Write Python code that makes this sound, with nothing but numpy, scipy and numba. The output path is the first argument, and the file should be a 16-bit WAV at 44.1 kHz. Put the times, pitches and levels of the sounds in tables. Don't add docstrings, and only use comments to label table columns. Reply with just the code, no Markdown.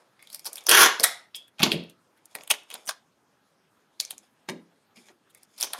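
import sys
import numpy as np
from scipy import signal
from scipy.fft import rfft, irfft
from scipy.io import wavfile
from scipy.ndimage import uniform_filter1d, minimum_filter1d
from numba import njit

SR = 44100
rng = np.random.default_rng(int(sys.argv[2]) if len(sys.argv) > 2 else 0)


def amplitude_ratio(level_db):
    exponent = np.asarray(level_db, float) / 20
    return 10 ** exponent


def wav_out(sig):
    wavfile.write(sys.argv[1], SR, np.round(np.clip(np.atleast_2d(sig).T, -1, 1) * 32767).astype(np.int16))


N = 255339

# time_s, level_db, strip_hz, sizzle_db
PULL = [
    (.684, -36.5, 1704, -9.5),
    (.69, -19.5, 1708, 1),
    (.711, -20, 1751, -3.5),
    (.7135, -12.5, 1711, -8.5),
    (.76, -11.5, 1824, -4.5),
    (.80, -10, 1680, -3.5),
    (.835, -8.5, 1510, -5),
    (.859, -15, 1545, -9),
    (.875, -23, 1600, -17),
]
# centre_hz, width_hz, level_db
PULL_RESONANCES = [(415, 130, -8), (1124, 110, -16), (3000, 930, -1), (5200, 2621, -15), (10700, 4800, -6),
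                   (13390, 3900, -10)]
# time_s, peak_db, ring_hz, sizzle_db
PICKS = [(.1925, -50, 2451, -24), (0.2009, -48, 2254, -31), (0.2256, -33.5, 2350, -13),
         (.2724, -36, 3674, -18), (0.301, -30.5, 4085, -10.5), (.3285, -24, 4800, -3),
         (.3321, -30, 5350, -15.5), (0.3458, -14.5, 5210, -5.5), (0.3581, -27, 5090, -7),
         (.394, -28, 5230, -7.5), (.4459, -28, 5768, -10), (0.4596, -16, 5120, -0.5),
         (0.4686, -22.5, 5497, -18.5), (0.5308, -19, 5096, 14), (0.5566, -18, 5450, -5.5),
         (0.57, -23, 2626, -8), (0.5812, -33.5, 3522, -23), (.6077, -36, 6245, -14.5),
         (0.6383, -35, 2700, 6), (5.348, -35.5, 2300, -3.5), (5.4318, -33, 5650, -2.5),
         (5.5792, -33.5, 4320, -10.5), (5.6098, -3.5, 5220, -5.5), (5.6172, -12, 3600, -8),
         (5.627, -6.5, 5660, -15.5), (5.634, -12.5, 3470, -10)]
# time_s, peak_db, ring_hz, sizzle_db
TEARS = [
    (0.667, -8.5, 5700, -16.5),
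    (0.6926, 6, 5000, -7.5),
    (0.7126, 2.5, 2900, -7),
    (0.9975, -9.5, 4900, -17.5),
    (1.0359, -1.5, 4200, -11),
    (1.0376, -4, 1850, -14),
    (1.0445, -3.5, 3800, -13),
    (1.0455, -9, 1300, -18),
]
# time_s, peak_db, ring_hz, sizzle_db
RATTLES = [
    (1.48, -44, 1520, -10.5),
    (1.585, -39, 2990, -37.5),
    (1.5941, -23, 2570, -37.5),
    (1.6003, -18, 2390, -24),
    (1.6202, -17, 2900, -29.5),
    (1.6309, 0.5, 2994, -17),
    (1.6352, -4, 4300, -39),
    (1.6546, -21.5, 3250, -21.5),
    (1.8366, -39, 3130, -18.5),
    (1.8974, -38, 3710, -6.5),
]
# time_s, peak_db, ring_hz, sizzle_db
STICKS = [(2.2562, -31, 7360, 16), (2.3116, -49, 4920, -9), (2.3518, -14.5, 2160, -13),
          (2.386, -35, 2140, -28), (2.4088, -34.5, 2590, -26.5), (2.435, -29, 2880, -7),
          (2.476, -24, 3200, -7), (2.5025, -7, 2290, -2), (2.5069, -13.5, 2960, -39), (2.512, -2, 3000, 26),
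          (2.5383, -23, 2120, -28.5), (2.634, -44, 2830, -13.5), (2.7022, -26, 3100, -11.5),
          (2.8553, -36, 8900, -4), (2.862, -30, 9000, -5), (2.8695, -26, 8500, -10),
          (2.884, -22.5, 5330, -8)]
# time_s, peak_db, ring_hz, sizzle_db
PRESSES = [
    (2.7408, -17.5, 3900, -3.5),
    (2.8925, -12, 1510, -12),
    (2.909, -26, 1200, -19),
    (4.1075, -15, 3830, -3),
    (4.4883, -19.5, 2020, -45),
    (4.4961, -29, 1588, -2),
    (4.9686, -41, 2470, -26),
    (5.085, -41, 2025, -29),
    (5.7332, -11, 3940, -4),
]
# time_s, peak_db, ring_hz, sizzle_db
FLICKS = [
    (1.3462, -25, 3250, -40),
    (4.1, -52.5, 5202, -12.5),
    (3.998, -36, 3850, -5),
    (4.0008, -5, 4450, -22.5),
    (1.7178, -5, 2970, -27),
    (4.008, -18, 4800, -10),
    (4.115, -30, 6700, -22),
    (4.05, -22, 5800, -21),
    (4.028, -38, 5200, -19),
    (4.18, -27, 7100, -19),
]
# snap_body_db, snap_ms, crumple_body_db, crumple_sizzle_db
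KINDS = [(-29, 1.2, -24, -8.5), (-27.5, 1.2, -25.5, -8), (-22.5, 1.8, -13.5, -25),
         (-22.5, 1.22, -22.5, -18), (-22, 1.52, -11.5, -26.5), (-36, .8, -32.5, -3)]
# width_per_pitch, click_db, overtone_ratio, overtone_db
RINGS = [(.36, -12, 1.9, -9), (.35, -13.5, 2.8, -6), (.45, -8.5, 1.7, -6), (.5, -10.5, 2.2, -8.5),
         (0.59, -7.5, 2.13, -5.5), (.4, -15, 1.6, -5.5)]
# middle_s, peak_db, ring_hz, length_ms
CRUMPLES = [(0.3333, -35.5, 5000, 48), (0.3594, -39, 5230, 4.3), (0.4597, -16.5, 4920, 11.2),
            (0.4727, -25, 5293, 7.9), (.5794, -27.5, 3517, 6.7), (0.6657, -14, 5900, 3.5),
            (1.004, -12.5, 2120, 2), (1.0325, -8, 4420, 3.6), (1.0385, 5.5, 1920, 2.8),
            (1.05, -16.5, 3900, 4), (1.3572, -27, 3100, 8.3), (1.6057, -19.5, 2370, 4.8),
            (1.632, -14.5, 4560, 3.3), (1.661, -15.5, 2000, 5.2), (1.7233, -22.5, 2160, 15.2),
            (2.3575, -26, 1930, 1.77), (2.5072, -6, 2950, 8.1), (2.545, -29, 2850, 6.2),
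            (2.711, -29, 2900, 6.3), (2.751, -32, 3580, 5.5), (2.173, -48, 1600, 12), (5.301, -47, 3540, 9),
            (5.3737, -45.5, 2450, 8.3), (5.745, -27, 950, 12), (2.8912, -14, 4800, 5.9),
            (2.9148, -31.5, 4540, 14.5), (4.0033, -17, 5450, 6.1), (4.033, -37, 5200, 5),
            (4.488, -24.5, 2503, 5.4), (5.5825, -30.5, 5480, 6.65), (5.603, -21, 4670, 6.6),
            (5.64, -17, 5300, 12), (5.7345, -22, 3600, 2.5)]
# start_s, length_ms, slip_rate_hz, level_db
SQUEAKS = [
    (2.8745, 9.7, 3000, -33.5),
    (2.9045, 6.5, 1700, -37.5),
    (2.8965, 5.7, 1750, -36),
]
# time_s, peak_db, hit_mode_hz, contact_ms
THUDS = [(0.302, -58, 185, 1.6), (.999, -23, 494, 0.88), (1.018, -30.5, 484, 0.99), (1.6, -15.5, 167, 3.3),
         (1.627, -9, 251, 1.75), (1.647, -26, 170, 1.7), (1.674, -19, 192, 3.2), (1.718, -17, 330, 1.5),
         (1.734, -15, 157, 3.7), (2.352, -47, 318, 1.65), (2.354, -35, 501, 1.05),
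         (2.512, -30.5, 521, 1.06), (2.744, -40, 555, 0.96), (4.129, -46, 304, 2.2),
         (4.485, -26.5, 336, 1.43), (4.494, -22.5, 181, 1.93), (4.971, -44.5, 246, 2.16),
         (5.093, -50, 324, 1.64)]
# pitch_hz, level_db, t60_s
TABLE_MODES = [(162.6, -4.5, 0.28), (175.5, -6, 0.39), (202, -0.5, 0.2864), (243.7, 0, 0.098),
               (282.6, -6, 0.37), (336, -11, 0.35), (427.2, -1, 0.16), (535, -2, 0.13), (870, -0.5, 0.08)]
# pitch_hz, level_db, t60_s
BLADE_MODES = [(1215, -8.5, .3), (1870, -5, .3), (2040, -2, .4), (2110, 0, 0.34), (2200, -4, .3),
               (3510, -5.5, .35), (3930, -7.5, .35), (4680, -9.5, .3), (5260, -9, 0.24)]
BLADE_S = [1.037, .193, 5.352]
BLADE_LEVELS_DB = [-35, -60, -62]
# pitch_hz, level_db, t60_s
SCISSORS_MODES = [(2230, -10, 0.092), (2633, -4.5, 0.13), (3250, -2, 0.26), (3370, -5, 0.33),
                  (3400, -2.5, 0.31), (3430, -6.5, .15), (4540, -11.5, .12), (5120, -6, 0.14)]
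# start_s, end_s, start_db, end_db, body_db
RUSTLE = [(0, .19, -65.5, -92, 7.5), (0.193, 0.255, -75, -55, -7), (0.257, 0.445, -61.5, -60, -11),
          (0.46, 0.658, -50, -58, 1), (2.153, 2.342, -85, -62, -2.5), (2.363, 2.5, -52, -65, 3.5),
          (2.58, 2.706, -77, -66, -3), (2.723, 2.87, -49, -67.5, 0.5), (3.756, 3.992, -85, -82, -6.5),
          (4.016, 4.105, -53, -58.5, -6), (4.126, 4.181, -55.5, -75, 2), (4.18, 4.235, -72, -69.5, -0.5),
          (4.233, 4.281, -62.5, -70.5, -3.5), (4.802, 4.939, -78, -101, 0), (4.945, 4.959, -77, -64, -9),
          (4.958, 5.052, -53, -62.5, -7.5), (5.054, 5.091, -59, -56.5, -9), (5.096, 5.158, -61, -85, 5.5),
          (5.27, 5.456, -85, -65.5, -8), (5.451, 5.602, -84, -52.5, -10), (5.64, 5.74, -38.5, -60, 2),
          (5.769, 5.796, -57, -36, 0)]
# centre_hz, width_hz, level_db
SHEET = [(2300, 270, 4), (3500, 390, 3), (4980, 370, -11), (5340, 590, -2), (6770, 1500, -8)]
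# delay_ms, level_db
ECHOES = [(7.5, -7.5), (12.5, -16), (16.3, -30), (28, -22.5)]
# centre_hz, t60_s, level_db
TAIL = [(200, .3, -12), (400, .34, -9), (800, .36, -8), (1600, .36, -9), (3200, .34, -10), (6400, .27, -13),
        (12800, .17, -17)]
SPOT_S = [0, .66, .98, 1.3, 2.1, 3.5, 4.4, 5.2]
# echoes_db, scatter_db, tail_db
SPOTS = [(-7, 2, -6), (-10, -2.5, 3), (-7, -6, 1.5), (-12, 1.5, 0.5), (-29, -6, -9), (-4.5, -4.5, -5.5),
         (6, 5, -0.5), (-14.5, -7.5, -1)]
# pitch_hz, density_db_per_hz
HUM = [(30, -44), (102, -10.5), (208, -6.5), (673, -10.5), (1550, -12), (1970, -20), (2760, -20),
       (15500, -30)]
# centre_hz, width_hz, share_removed
TREBLE_DIP = (7650, 600, .6)


def unit(x):
    return x / np.sqrt(np.mean(x ** 2))


@njit
def svf(x, hz, width_hz):
    y, b, l = np.empty(len(x)), 0., 0.
    for i in range(len(x)):
        g, k = np.tan(np.pi * hz[i] / SR), width_hz / hz[i]
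        v = (b + g * (x[i] - l)) / (1 + g * (g + k))
        b, l, y[i] = 2 * v - b, l + 2 * g * v, k * v
    return y


def band(x, hz, width_hz):
    return svf(x + 1e-18, hz + np.zeros(len(x)), float(width_hz))


def band2(x, hz, width_hz):
    return band(band(x, hz, width_hz), hz, width_hz)


def bell(f, hz, width_hz):
    return 1 / (1 + 1j * (f / hz - hz / f) * hz / width_hz)


def walk(rate_hz):
    k = int(SR / rate_hz)
    held = np.repeat(rng.standard_normal(N // k + 1), k)
    return 1.2 * uniform_filter1d(held, k)[:N]


def played(table):
    s, *columns = np.transpose(table)
    t = np.arange(N) / SR
    on = uniform_filter1d(1. * ((t >= s[0]) & (t <= s[-1])), size=200)
    return on, [np.interp(t, s, c) for c in columns]


def crackle(per_s, scatter_db):
    hit = rng.random(N) < per_s / SR
    strength = amplitude_ratio(scatter_db * np.minimum(rng.exponential(size=N), 4))
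    return unit(hit * strength * np.sign(rng.random(N) - .3))


def add(out, s, x):
    i = int(s * SR)
    out[i:i + len(x)] += x[:N - i]


def pull():
    on, (db, strip_hz, sizzle_db) = played(PULL)
    drone_db = -3.5 + (0.14 - 1) * (db + 13.0)
    holder_db = -1 - 100 * np.clip(np.arange(N) / SR - PULL[0][0], 0, 1)
    slips = -crackle(2000, 3.8) * amplitude_ratio(1.6 * walk(250))
    parts = [amplitude_ratio(g) * unit(band2(slips, hz, 1.3 * w)) for hz, w, g in PULL_RESONANCES]
    drone, core, holder, film, *sizzle = parts
    strip = unit(band(slips, strip_hz * (1 + 0.085 * walk(60)), 800))
    broad = unit(band(band(slips, 4700, 7000), 3000, 12000))
    body = strip + core + film + amplitude_ratio(-4.0) * broad
    body = signal.sosfilt(signal.butter(2, 400, "high", fs=SR, output="sos"), body)
    rasp = body + amplitude_ratio(drone_db) * drone + amplitude_ratio(holder_db) * holder + amplitude_ratio(sizzle_db + 12) * sum(sizzle)
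    return on * amplitude_ratio(db - 4.5) * rasp


def release(s, db, hz, body_db, sizzle_db, rings, envelope, noise):
    body_db = body_db - np.log2(hz / 3500)
    f = np.arange(1, 2050) * SR / 4096
    width, click_db, ratio, over_db = rings
    tone = bell(f, hz, width * hz) ** 2
    overtone = bell(f, ratio * hz, width * hz) ** 2
    click = bell(f, 3500, 6000) ** 2
    body = bell(f, 600, 2400) ** 4 / (1 + (540 / f) ** 6)
    sizzle = bell(f, 10300, 9000) ** 2
    colour = tone - amplitude_ratio(over_db) * overtone + amplitude_ratio(click_db) * click
    colour = colour + amplitude_ratio(body_db + 17.5) * body + amplitude_ratio(sizzle_db + 8) * sizzle
    kick = rfft(noise * envelope)
    even_kick = kick / uniform_filter1d(np.abs(kick), size=50)
    snap = irfft(even_kick * colour)
    return s - .02, snap * amplitude_ratio(db) / np.abs(snap).max()


def snap_rows():
    tables = [PICKS, TEARS, RATTLES, STICKS, PRESSES, FLICKS]
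    return sorted((*row, kind, rings) for table, kind, rings in zip(tables, KINDS, RINGS) for row in table)


def snaps():
    out, t_ms = np.zeros(N), np.arange(4096) * 1000 / SR - 20
    rows = snap_rows()
    for row, noise in zip(rows, rng.standard_normal((len(rows), len(t_ms)))):
        s, db, hz, sizzle_db, (body_db, ms, _, _), rings = row
        late = (t_ms - .8) / ms
        sharp = np.exp(-np.abs(late) * np.where(late < 0, 2.5, 1.5))
        envelope = sharp + amplitude_ratio(-18.0) * np.exp(-np.abs(late) / 2.2)
        add(out, *release(s, db, hz, body_db, sizzle_db, rings, envelope, noise))
    return out


def crumples():
    out, t_ms = np.zeros(N), np.arange(4096) * 1000 / SR - 20
    rows = snap_rows()
    for (s, db, hz, ms), noise in zip(CRUMPLES, rng.standard_normal((len(CRUMPLES), 2, len(t_ms)))):
        nearest = min(rows, key=lambda row: abs(row[0] - s))
        (_, _, body_db, sizzle_db), rings = nearest[-2:]
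        late = (t_ms - 1.5) / ms * np.where(t_ms < 1.5, 1.8, 1)
        envelope = np.exp(-np.abs(late) ** 1.6)
        grains = noise[0] * amplitude_ratio(4.5 * np.repeat(noise[1, ::32], 32))
        add(out, *release(s, db, hz, body_db, sizzle_db, rings, envelope, grains))
    return out


def squeaks():
    out, t = np.zeros(N), np.arange(800) / SR
    for (s, ms, hz, db), chance in zip(SQUEAKS, rng.standard_normal((len(SQUEAKS), 800))):
        jitter = 0.14 * uniform_filter1d(chance, size=20)
        phase = 2 * np.pi * np.cumsum(hz * (1 + jitter)) / SR
        buzz = sum(np.cos(k * phase) * abs(bell(k * hz, 7000, 6100)) for k in range(1, 7))
        envelope = np.clip(np.minimum(t * 1000, ms - t * 1000), 0, 1)
        add(out, s, amplitude_ratio(db) * (unit(buzz) + 0.56 * chance) * envelope)
    return out


def ring(modes, t, mix):
    out = 0
    for (hz, db, t60), (level, detune) in zip(modes, mix):
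        tone = np.sin(2 * np.pi * hz * (1 + 0.05 * detune) * t)
        out = out + amplitude_ratio(db + level) * tone * np.exp(-np.log(1000) * t / t60)
    return out


def thuds():
    out, t = np.zeros(N), np.arange(SR // 2) / SR
    for (s, db, hit_hz, ms), mix in zip(THUDS, rng.standard_normal((len(THUDS), len(TABLE_MODES), 2))):
        struck = [(hz, g - 30.0 * abs(np.log2(hz / hit_hz)), t60) for hz, g, t60 in TABLE_MODES]
        modes = ring(struck, t, mix)
        push = np.exp(-.5 * ((t[:600] * 1000 - ms) * 3 / ms) ** 2)
        boards = unit(band(rng.standard_normal(len(t)), 1.55 * hit_hz, 270))
        knock = amplitude_ratio(-2.5) * boards * np.exp(-t / 0.046)
        thud = signal.fftconvolve(modes + knock, push)
        add(out, s, thud * amplitude_ratio(db - 3.5) / np.abs(thud).max())
    return out


def metal():
    out, t = np.zeros(N), np.arange(SR // 2) / SR
    mixes = rng.standard_normal((len(BLADE_S), len(BLADE_MODES), 2))
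    for s, db, mix in zip(BLADE_S, BLADE_LEVELS_DB, mixes):
        add(out, s, amplitude_ratio(db) * ring(BLADE_MODES, t, 0.14 * mix))
    add(out, 1.348, amplitude_ratio(-43) * ring(SCISSORS_MODES, t, np.zeros((len(SCISSORS_MODES), 2))))
    return out


def rustle():
    rub = (crackle(2500, 2.2) + .8 * rng.standard_normal(N)) * amplitude_ratio(2.5 * walk(60))
    sheet = amplitude_ratio(-20.0) * band(rub, 5850, 3260)
    for hz, w, g in SHEET:
        sheet = sheet + amplitude_ratio(g + 3.5 * walk(30)) * band2(rub, hz, 1.5 * w)
    sheet = unit(sheet)
    body = unit(band2(rub, 640, 960))
    sizzle = unit(band(band(rub, 5000, 4500), 10550, 7000))
    out = np.zeros(N)
    for start, end, start_db, end_db, body_db in RUSTLE:
        on, (db,) = played([(start, start_db), (end, end_db)])
        out += on * amplitude_ratio(db - 3.0) * (sheet + amplitude_ratio(body_db) * body + amplitude_ratio(-1.5) * sizzle)
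    return out


def decay(hz, t60_s, db, t):
    noise = band2(rng.standard_normal(len(t)), hz, hz)
    wash = noise * np.exp(-np.log(1000) * t / t60_s) * (1 - np.exp(-t / 0.00023))
    return amplitude_ratio(db - 6.5) * wash * np.sqrt(hz / 3200 / np.sum(wash ** 2))


def room(x):
    t = np.arange(SR * 3 // 4) / SR
    echoes = np.zeros(len(t))
    for ms, db in ECHOES:
        smear = rng.standard_normal(60) * np.exp(-np.arange(60) / 8.0)
        add(echoes, ms / 1000, amplitude_ratio(db) * smear / np.sqrt(np.sum(smear ** 2)))
    scatter = sum(decay(hz, 0.086, db, t) for hz, _, db in TAIL)
    tail = sum(decay(hz, t60, db, t) for hz, t60, db in TAIL)
    spot = np.searchsorted(SPOT_S, np.arange(N) / SR, side="right") - 1
    paths = band(echoes, 3600, 8200), scatter, tail
    out = x
    for db, path in zip(np.transpose(SPOTS), paths):
        out = out + signal.fftconvolve(x * amplitude_ratio(db[spot]), path)[:N]
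    return out


def gate(x):
    low = signal.sosfiltfilt(signal.butter(2, 600, fs=SR, output="sos"), x)
    power = uniform_filter1d((x - low) ** 2, size=60)
    power = -minimum_filter1d(-power, size=500)
    power = uniform_filter1d(power, size=300) / 3
    return low + (x - low) * power / (power + amplitude_ratio(-69) ** 2)


def hum():
    hz, db = np.transpose(HUM)
    out = 0
    for f in 32 * 2 ** np.arange(0, 9, 1 / 3):
        level_db = np.interp(np.log(f), np.log(hz), db) + 2.6 * walk(20)
        out = out + amplitude_ratio(level_db) * band2(rng.standard_normal(N), f, f / 3)
    return unit(out) * amplitude_ratio(-67.5)


def scene():
    sharp = snaps() + crumples() + squeaks() + pull() + amplitude_ratio(-2.0) * thuds() + metal()
    heard = gate(room(sharp)) + rustle()
    mic = signal.butter(2, [170, 10650], "band", fs=SR, output="sos")
    heard = signal.sosfilt(mic, heard) + hum()
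    return np.array([heard, heard])


def top_cut(x):
    return signal.sosfilt(signal.butter(12, 16960, fs=SR, output="sos"), x)


def record(dry):
    hz, width_hz, share = TREBLE_DIP
    x = dry[0] - share * band(dry[0], hz, width_hz)
    x = np.tanh(1.25 * x) / 1.25
    x = signal.sosfilt(signal.butter(1, 60, "high", fs=SR, output="sos"), x)
    x = signal.sosfilt(signal.ellip(6, .2, 32, 15900, fs=SR, output="sos"), x)
    return top_cut(np.array([x, x]))


dry = scene()
out = record(dry)
wav_out(out)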